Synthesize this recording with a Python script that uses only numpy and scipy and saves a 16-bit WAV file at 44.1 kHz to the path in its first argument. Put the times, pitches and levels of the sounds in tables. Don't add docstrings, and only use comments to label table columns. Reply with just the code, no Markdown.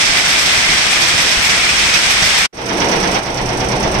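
import sys
import numpy as np
from scipy import signal
from scipy.fft import rfft, irfft
from scipy.io import wavfile

SR = 44100
rng = np.random.default_rng(int(sys.argv[2]) if len(sys.argv) > 2 else 0)


def dump_mix(stems):
    frames = np.atleast_2d(stems).T
    limited = np.clip(frames, -1, 1)
    pcm = np.round(limited * 32767).astype(np.int16)
    wavfile.write(sys.argv[1], SR, pcm)


N = 176400
T = np.arange(N) / SR
HZ = np.maximum(np.fft.rfftfreq(N, 1 / SR), 1)


def from_db(db):
    return 10 ** (np.asarray(db) / 20)


def unit_rms(x):
    return x / np.sqrt(np.mean(x ** 2) + 1e-20)


def across_hz(rows):
    hz, *columns = np.transpose(rows)
    return np.array([np.interp(np.log(HZ), np.log(hz), column) for column in columns])


def clicks(times_s, gains):
    out = np.zeros(N)
    inside = (times_s >= 0) & (times_s < T[-1])
    np.add.at(out, (times_s[inside] * SR).astype(int), gains[inside])
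    return out


def lag(x, tau_s):
    pole = np.exp(-1 / (tau_s * SR))
    return signal.lfilter([1 - pole], [1, -pole], x + 1e-18)


def bursts(start_s, level_db, rise_s, decay_s):
    hits = clicks(start_s, from_db(level_db) ** 2)
    return lag(lag(hits, decay_s), rise_s) * decay_s * SR


def ring(drive, hz, t60_s):
    radius = np.exp(-np.log(1000) / (t60_s * SR))
    feedback = [1, -2 * radius * np.cos(2 * np.pi * hz / SR), radius * radius]
    return unit_rms(signal.lfilter([1, 0, -1], feedback, drive + 1e-18))


def crossover(bands):
    above = [1 / (1 + (row[0] / HZ) ** 12) for row in bands] + [0]
    return [np.sqrt(np.maximum(lower - upper, 0)) for lower, upper in zip(above, above[1:])]


def coloured(white, gains, correlation):
    mid, side = rfft(white)
    alike = np.clip(correlation, -1, 1)
    pair = np.sqrt(1 + alike) * mid + np.sqrt(1 - alike) * side * np.array([[1], [-1]])
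    return irfft(pair * gains * np.sqrt(SR) / 2, N)


def rattle(rate_per_s=150, decay_s=0.0071, spread_db=2):
    energies = from_db(spread_db * np.minimum(rng.exponential(1, N), 3)) ** 2
    power = lag(energies * (rng.random(N) < rate_per_s / SR), decay_s)
    return power / power.mean()


# freq_hz, left_db_per_hz, right_db_per_hz
HALL_SPECTRUM = [(25.2, -56, -62), (50, -54, -57), (90, -52.5, -59.5), (138, -52.5, -58.5), (338, -55, -59),
                 (490, -55.5, -60), (716, -51.5, -55), (1030, -52, -55.5), (1490, -48.5, -50),
                 (2260, -46, -44), (2880, -49, -49), (3350, -48, -48), (4120, -52, -52), (5440, -56.5, -47),
                 (6110, -55.5, -51.5), (6850, -57.5, -59), (8350, -53, -73.5), (10280, -67.5, -83),
                 (12400, -73, -76.5), (15000, -83, -91)]
# freq_hz, correlation
HALL_CORRELATION = [(60, 0.79), (180, 0.96), (550, 0.6), (1400, 0.00047), (5000, 0.02)]
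# low_edge_hz, roar_db, blow_db, rattle_db
HALL_BANDS = [(15, -2, -17, -7.5), (251, -1, -14, -10), (1210, -2.5, -8.5, -6.5), (3400, -2.5, -.5, -6),
              (6800, -3.5, 0.5, -5)]


def hall_clatter(blow_power, rattle_power):
    spectrum, correlation = from_db(across_hz(HALL_SPECTRUM)), across_hz(HALL_CORRELATION)
    out = np.zeros((2, N))
    for (_, roar_db, blow_db, rattle_db), band in zip(HALL_BANDS, crossover(HALL_BANDS)):
        power = from_db(roar_db) ** 2 + from_db(blow_db) ** 2 * blow_power
        power += from_db(rattle_db) ** 2 * rattle_power
        out += np.sqrt(power) * coloured(rng.standard_normal((2, N)), spectrum * band, correlation)
    return out


# pitch_hz, level_db, t60_s
STEEL_MODES = [(2043, -31, 0.089), (2257, -38, 0.088), (2360, -35, 0.13), (2490, -32.5, 0.14),
               (3227, -35.5, 0.059), (5210, -39, .04)]


def steel_ring(power):
    return sum(from_db(db) * ring(np.sqrt(power) * rng.standard_normal((2, N)), hz, t60_s)
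               for hz, db, t60_s in STEEL_MODES)


# pitch_hz, level_db
HUM_TONES = [(53.8, -42), (201, -43.5)]


def drive_hum():
    return sum(from_db(db) * ring(rng.standard_normal(N), hz, t60_s=1.0) for hz, db in HUM_TONES)


# start_s, left_db, right_db
PICKER_BLOWS = [(.009, -2, 0.5), (.052, -4, 2), (.101, -12, 0), (.25, -3, -2), (.296, -5, 0),
                (.385, -0.5, 0), (.458, -1, 1), (.507, -5, -1), (.574, -4, 1), (.697, -13, 0),
                (.775, -14, 2), (.908, 1.5, -8), (1.015, -3, 5), (1.073, 0, -2), (1.175, -11, -1),
                (1.2, -4, -2), (1.27, -4, 2), (1.31, -4, 1), (1.446, -1, 0), (1.492, -8, 0.5),
                (1.582, -6, -12), (1.687, -2, -3), (1.79, -3, -2), (1.853, -4, -6), (1.937, -6, 3.5),
                (1.958, -11, -3), (2.097, -3, -2), (2.22, -1, 3), (2.245, -10, -7), (2.291, -5, -10),
                (2.374, 1, -3)]


def blows(gain_db=0.5):
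    start_s, *sides_db = np.transpose(PICKER_BLOWS)
    return np.array([bursts(start_s, db + gain_db, rise_s=0.0023, decay_s=0.019) for db in sides_db])


# start_s, level_db, pitch_hz
IRON_CLANKS = [(.02, -19, 2280), (.375, -23, 2240), (.53, -14.5, 2030), (.62, -19, 2080), (.69, -17, 2030),
               (.925, -17, 2420), (1.015, -20, 2380), (1.11, -28, 2330), (1.435, -17, 2210),
               (1.51, -16, 1950), (1.575, -19, 2230), (1.635, -15.5, 2350), (1.688, -17, 2480),
               (1.785, -16, 2560), (1.85, -20, 2460), (1.94, -19, 2540), (2.435, -21, 2230)]


def clanks():
    noise = rng.standard_normal((2, N))
    out = np.zeros((2, N))
    for start_s, db, hz in IRON_CLANKS:
        power = bursts(np.array([start_s]), np.array([db]), rise_s=0.0023, decay_s=0.023)
        out += np.sqrt(power) * ring(noise, hz, t60_s=0.013)
    return out


# start_s, level_db
SLEY_THUMPS = [(.09, -21), (.51, -30), (.57, -24), (.685, -21.5), (1.015, -24), (1.135, -22), (1.37, -21.5),
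               (1.944, -23), (2.214, -21)]
# pitch_hz, level_db, t60_s
FLOOR_MODES = [(48, -4, 0.052), (128, -6.5, 0.06), (196, -12, 0.044)]


def sley_thumps():
    shake = sum(from_db(db) * ring(rng.standard_normal(N), hz, t60_s) for hz, db, t60_s in FLOOR_MODES)
    return shake * np.sqrt(bursts(*np.transpose(SLEY_THUMPS), rise_s=0.0041, decay_s=0.011))


# start_s, level_db
STEEL_CHINKS = [(.17, -27), (.275, -27), (.32, -29), (.385, -27), (.42, -26), (.525, -28), (.925, -32),
                (1.0, -29), (1.07, -30), (1.21, -26), (1.305, -29), (1.425, -26), (1.45, -26), (1.94, -31),
                (2.1, -27), (2.245, -25), (2.272, -29), (2.38, -24)]
# pitch_hz, level_db, t60_s
JINGLE_MODES = [(8300, -3.5, 0.0055), (10660, -7, .008), (11670, -5, 0.01), (12650, -8, .008)]


def chinks():
    jingle = sum(from_db(db) * ring(rng.standard_normal((2, N)), hz, t60_s)
                 for hz, db, t60_s in JINGLE_MODES)
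    power = bursts(*np.transpose(STEEL_CHINKS), rise_s=0.0025, decay_s=0.018)
    return jingle * np.sqrt(power) * from_db([[0], [-13]])


# start_s, level_db
SHUTTLE_HITS = [(.47, -27), (.71, -26), (1.018, -19), (1.18, -20.5), (1.312, -26), (1.497, -25),
                (1.693, -25), (1.945, -23), (2.226, -22)]
# pitch_hz, level_db, t60_s
BOX_MODES = [(820, -3.5, .04), (1410, 1, .03), (1980, 4, 0.033), (2520, 2, .03), (3500, -1, .025),
             (4700, 3, 0.018), (5260, 9.5, .025), (5900, 7, .025)]


def shuttle_cracks(bounce_s=0.006, bounce_loss_db=2):
    start_s, level_db = np.transpose(SHUTTLE_HITS)
    bounce = np.arange(3)
    times_s = start_s[:, None] + bounce_s * bounce * rng.uniform(0.8, 1.2, (len(start_s), len(bounce)))
    hits = clicks(times_s.ravel(), from_db(level_db[:, None] - bounce_loss_db * bounce).ravel())
    t = T[T < 0.1]
    steel = sum(from_db(db) * np.exp(-np.log(1000) * t / t60_s) * np.sin(2 * np.pi * hz * t)
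                for hz, db, t60_s in BOX_MODES)
    return signal.fftconvolve(hits, steel)[:N] * from_db([[-8], [0]])


def looms(end_s=2.459, fade_db_per_s=2401):
    blow_power = blows()
    rattle_power = (rattle() + np.array([rattle(), rattle()])) / 2
    out = hall_clatter(blow_power, rattle_power) + steel_ring(blow_power + rattle_power)
    out += clanks() + shuttle_cracks() + chinks()
    out += (drive_hum() + sley_thumps()) * from_db([[2], [-4]])
    return out * from_db(-fade_db_per_s * np.clip(T - end_s, 0, 0.1))


FIRST_STITCH_S, STITCH_PERIOD_S = 2.457, 0.11424
# freq_hz, left_db_per_hz, right_db_per_hz
STITCH_SPECTRUM = [(25, -54, -48.5), (50, -46, -47), (84.5, -52.5, -54.5), (128, -47.5, -47.5),
                   (160, -52, -50.5), (204, -48.5, -48), (300, -49.5, -46.5), (850, -48, -47),
                   (1055, -51.5, -52), (1240, -58, -56), (2220, -61.5, -54), (4150, -69.5, -63),
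                   (4840, -71, -60.5), (5880, -77, -53.5), (6520, -89, -68), (7140, -73.5, -79),
                   (8720, -65.5, -108), (10350, -80.5, -100), (12000, -80, -99), (13500, -91, -89),
                   (15000, -88, -87)]
# freq_hz, correlation
STITCH_CORRELATION = [(60, 1), (180, 0.95), (550, 0.53), (1500, -0.29), (5000, 0.095)]
# offset_s, thud_db, clack_db, steel_db, tick_db
STITCH_CONTACTS = [(.001, -3, -2, 11, -2), (.007, -6, 5.5, 0, -13), (.016, 2.5, 3.5, 0, -9),
                   (.027, 1, -9, -20, -18), (.043, 2, 0, 4.5, 4), (.065, 0, -7, -16, -16),
                   (.085, -22, -9, 3.5, 7.5), (.091, 0, -0.5, 2.5, -1)]
# low_edge_hz, decay_s, contact_db, running_db, repeat_share
CONTACT_BANDS = [(15, 0.04, -5, 1, 0.21), (158, 0.04, -4.5, -4.5, 0.35), (564, 0.014, -4.5, -5, 0.28),
                 (1134, .018, -3, -4, 0.23), (4530, 0.0052, -1.8, -3.5, 0.26),
                 (7000, 0.0063, -1.5, -6.5, 0.07), (10400, .012, -6, -3.5, 0)]


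def stitches(stitch_s, register_gains, rise_s=0.0026, spread_db=1.0):
    offset_s, thud, clack, steel, tick = np.transpose(STITCH_CONTACTS)
    times_s = stitch_s[:, None] + offset_s
    spectrum, correlation = from_db(across_hz(STITCH_SPECTRUM)), across_hz(STITCH_CORRELATION)
    rumble, body, knock, upper_mid, treble = register_gains
    band_gains = (rumble, body, knock, upper_mid, treble, treble, treble)
    strengths_db = (thud, thud, thud, clack, steel, tick, tick)
    period = round(STITCH_PERIOD_S * SR)
    out = np.zeros((2, N))
    voices = zip(CONTACT_BANDS, crossover(CONTACT_BANDS), strengths_db, band_gains)
    for (_, decay_s, contact_db, running_db, repeat_share), band, strength_db, gain in voices:
        uneven_db = strength_db + spread_db * rng.standard_normal(times_s.shape)
        strikes = bursts(times_s.ravel(), uneven_db.ravel(), rise_s, decay_s)
        strikes /= strikes[T > FIRST_STITCH_S].mean()
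        power = from_db(running_db) ** 2 + from_db(contact_db) ** 2 * strikes
        repeating = rng.standard_normal((2, period))[:, np.arange(N) % period]
        fresh = rng.standard_normal((2, N))
        white = np.sqrt(repeat_share) * repeating + np.sqrt(1 - repeat_share) * fresh
        out += gain * np.sqrt(power) * coloured(white, spectrum * band, correlation)
    return out


# pitch_hz, early_db, late_db
FRAME_RESONANCES = [(123, -43, -32.5), (182.8, -36, -46), (194.2, -37, -38), (202.5, -46, -33),
                    (289, -34.5, -41), (322, -33.5, -38), (375, -32.5, -37.5), (463.3, -34.5, -37.5),
                    (659, -35.5, -35.5), (743, -40.5, -39), (755, -43, -33), (923, -37, -39.5)]


def frame_ring(stitch_s, register_gains, t60_s=0.47, shudder_share=0.38, shift_s=3.2):
    pushes = clicks(stitch_s, np.ones(len(stitch_s)))
    duty = np.mean(T > FIRST_STITCH_S)
    late = lag(1.0 * (T > shift_s), tau_s=0.02)
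    out = np.zeros(N)
    for hz, early_db, late_db in FRAME_RESONANCES:
        register = sum(hz > row[0] for row in CONTACT_BANDS[1:])
        gain = register_gains[register] * from_db(early_db + (late_db - early_db) * late)
        pushed = np.sqrt((1 - shudder_share) * duty) * ring(pushes, hz, t60_s)
        shudder = np.sqrt(shudder_share) * ring(rng.standard_normal(N), hz, t60_s)
        out += gain * (pushed + shudder)
    return out


# time_s, rumble_db, body_db, knock_db, upper_mid_db, treble_db
REGISTER_LEVELS = [(2.53, -20.5, -18, -22, -17, -15.5), (2.59, -12, -10.5, -5.5, -5.5, -7.5),
                   (2.67, -9, -1.5, -8, 0, -1.5), (2.71, -6.5, -0.5, -1, 1.5, -0.5),
                   (2.82, -4.2, 3, 2, 5.5, 4), (3.05, -3, 1.5, 2, 5.5, 4), (3.175, -3, 0.5, 3.5, 5, 3.5),
                   (3.205, -8.5, -6.5, -4, -1, -3), (3.4, -1.5, -2, -2, -1, -1.3),
                   (3.65, -0.5, 0.7, 0, 1.3, 0), (4, 3, 1, 3.5, 2, 0)]


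def embroidery(start_s=2.526, onset_s=0.0081):
    time_s, *levels_db = np.transpose(REGISTER_LEVELS)
    register_gains = [from_db(np.interp(T, time_s, db)) for db in levels_db]
    stitch_s = np.arange(FIRST_STITCH_S, T[-1], STITCH_PERIOD_S)
    out = stitches(stitch_s, register_gains) + frame_ring(stitch_s, register_gains)
    return out * np.clip((T - start_s) / onset_s, 0, 1)


def scene(hiss_db=-73):
    machines = looms() + embroidery()
    hiss = unit_rms(lag(rng.standard_normal((2, N)), tau_s=0.0001))
    return machines + from_db(hiss_db) * hiss


def record(dry, cutoff_hz=15500):
    clipped = np.clip(dry, -0.95, 0.95)
    return irfft(rfft(clipped) / np.sqrt(1 + (HZ / cutoff_hz) ** 200), N)


dry = scene()
out = record(dry)
dump_mix(out)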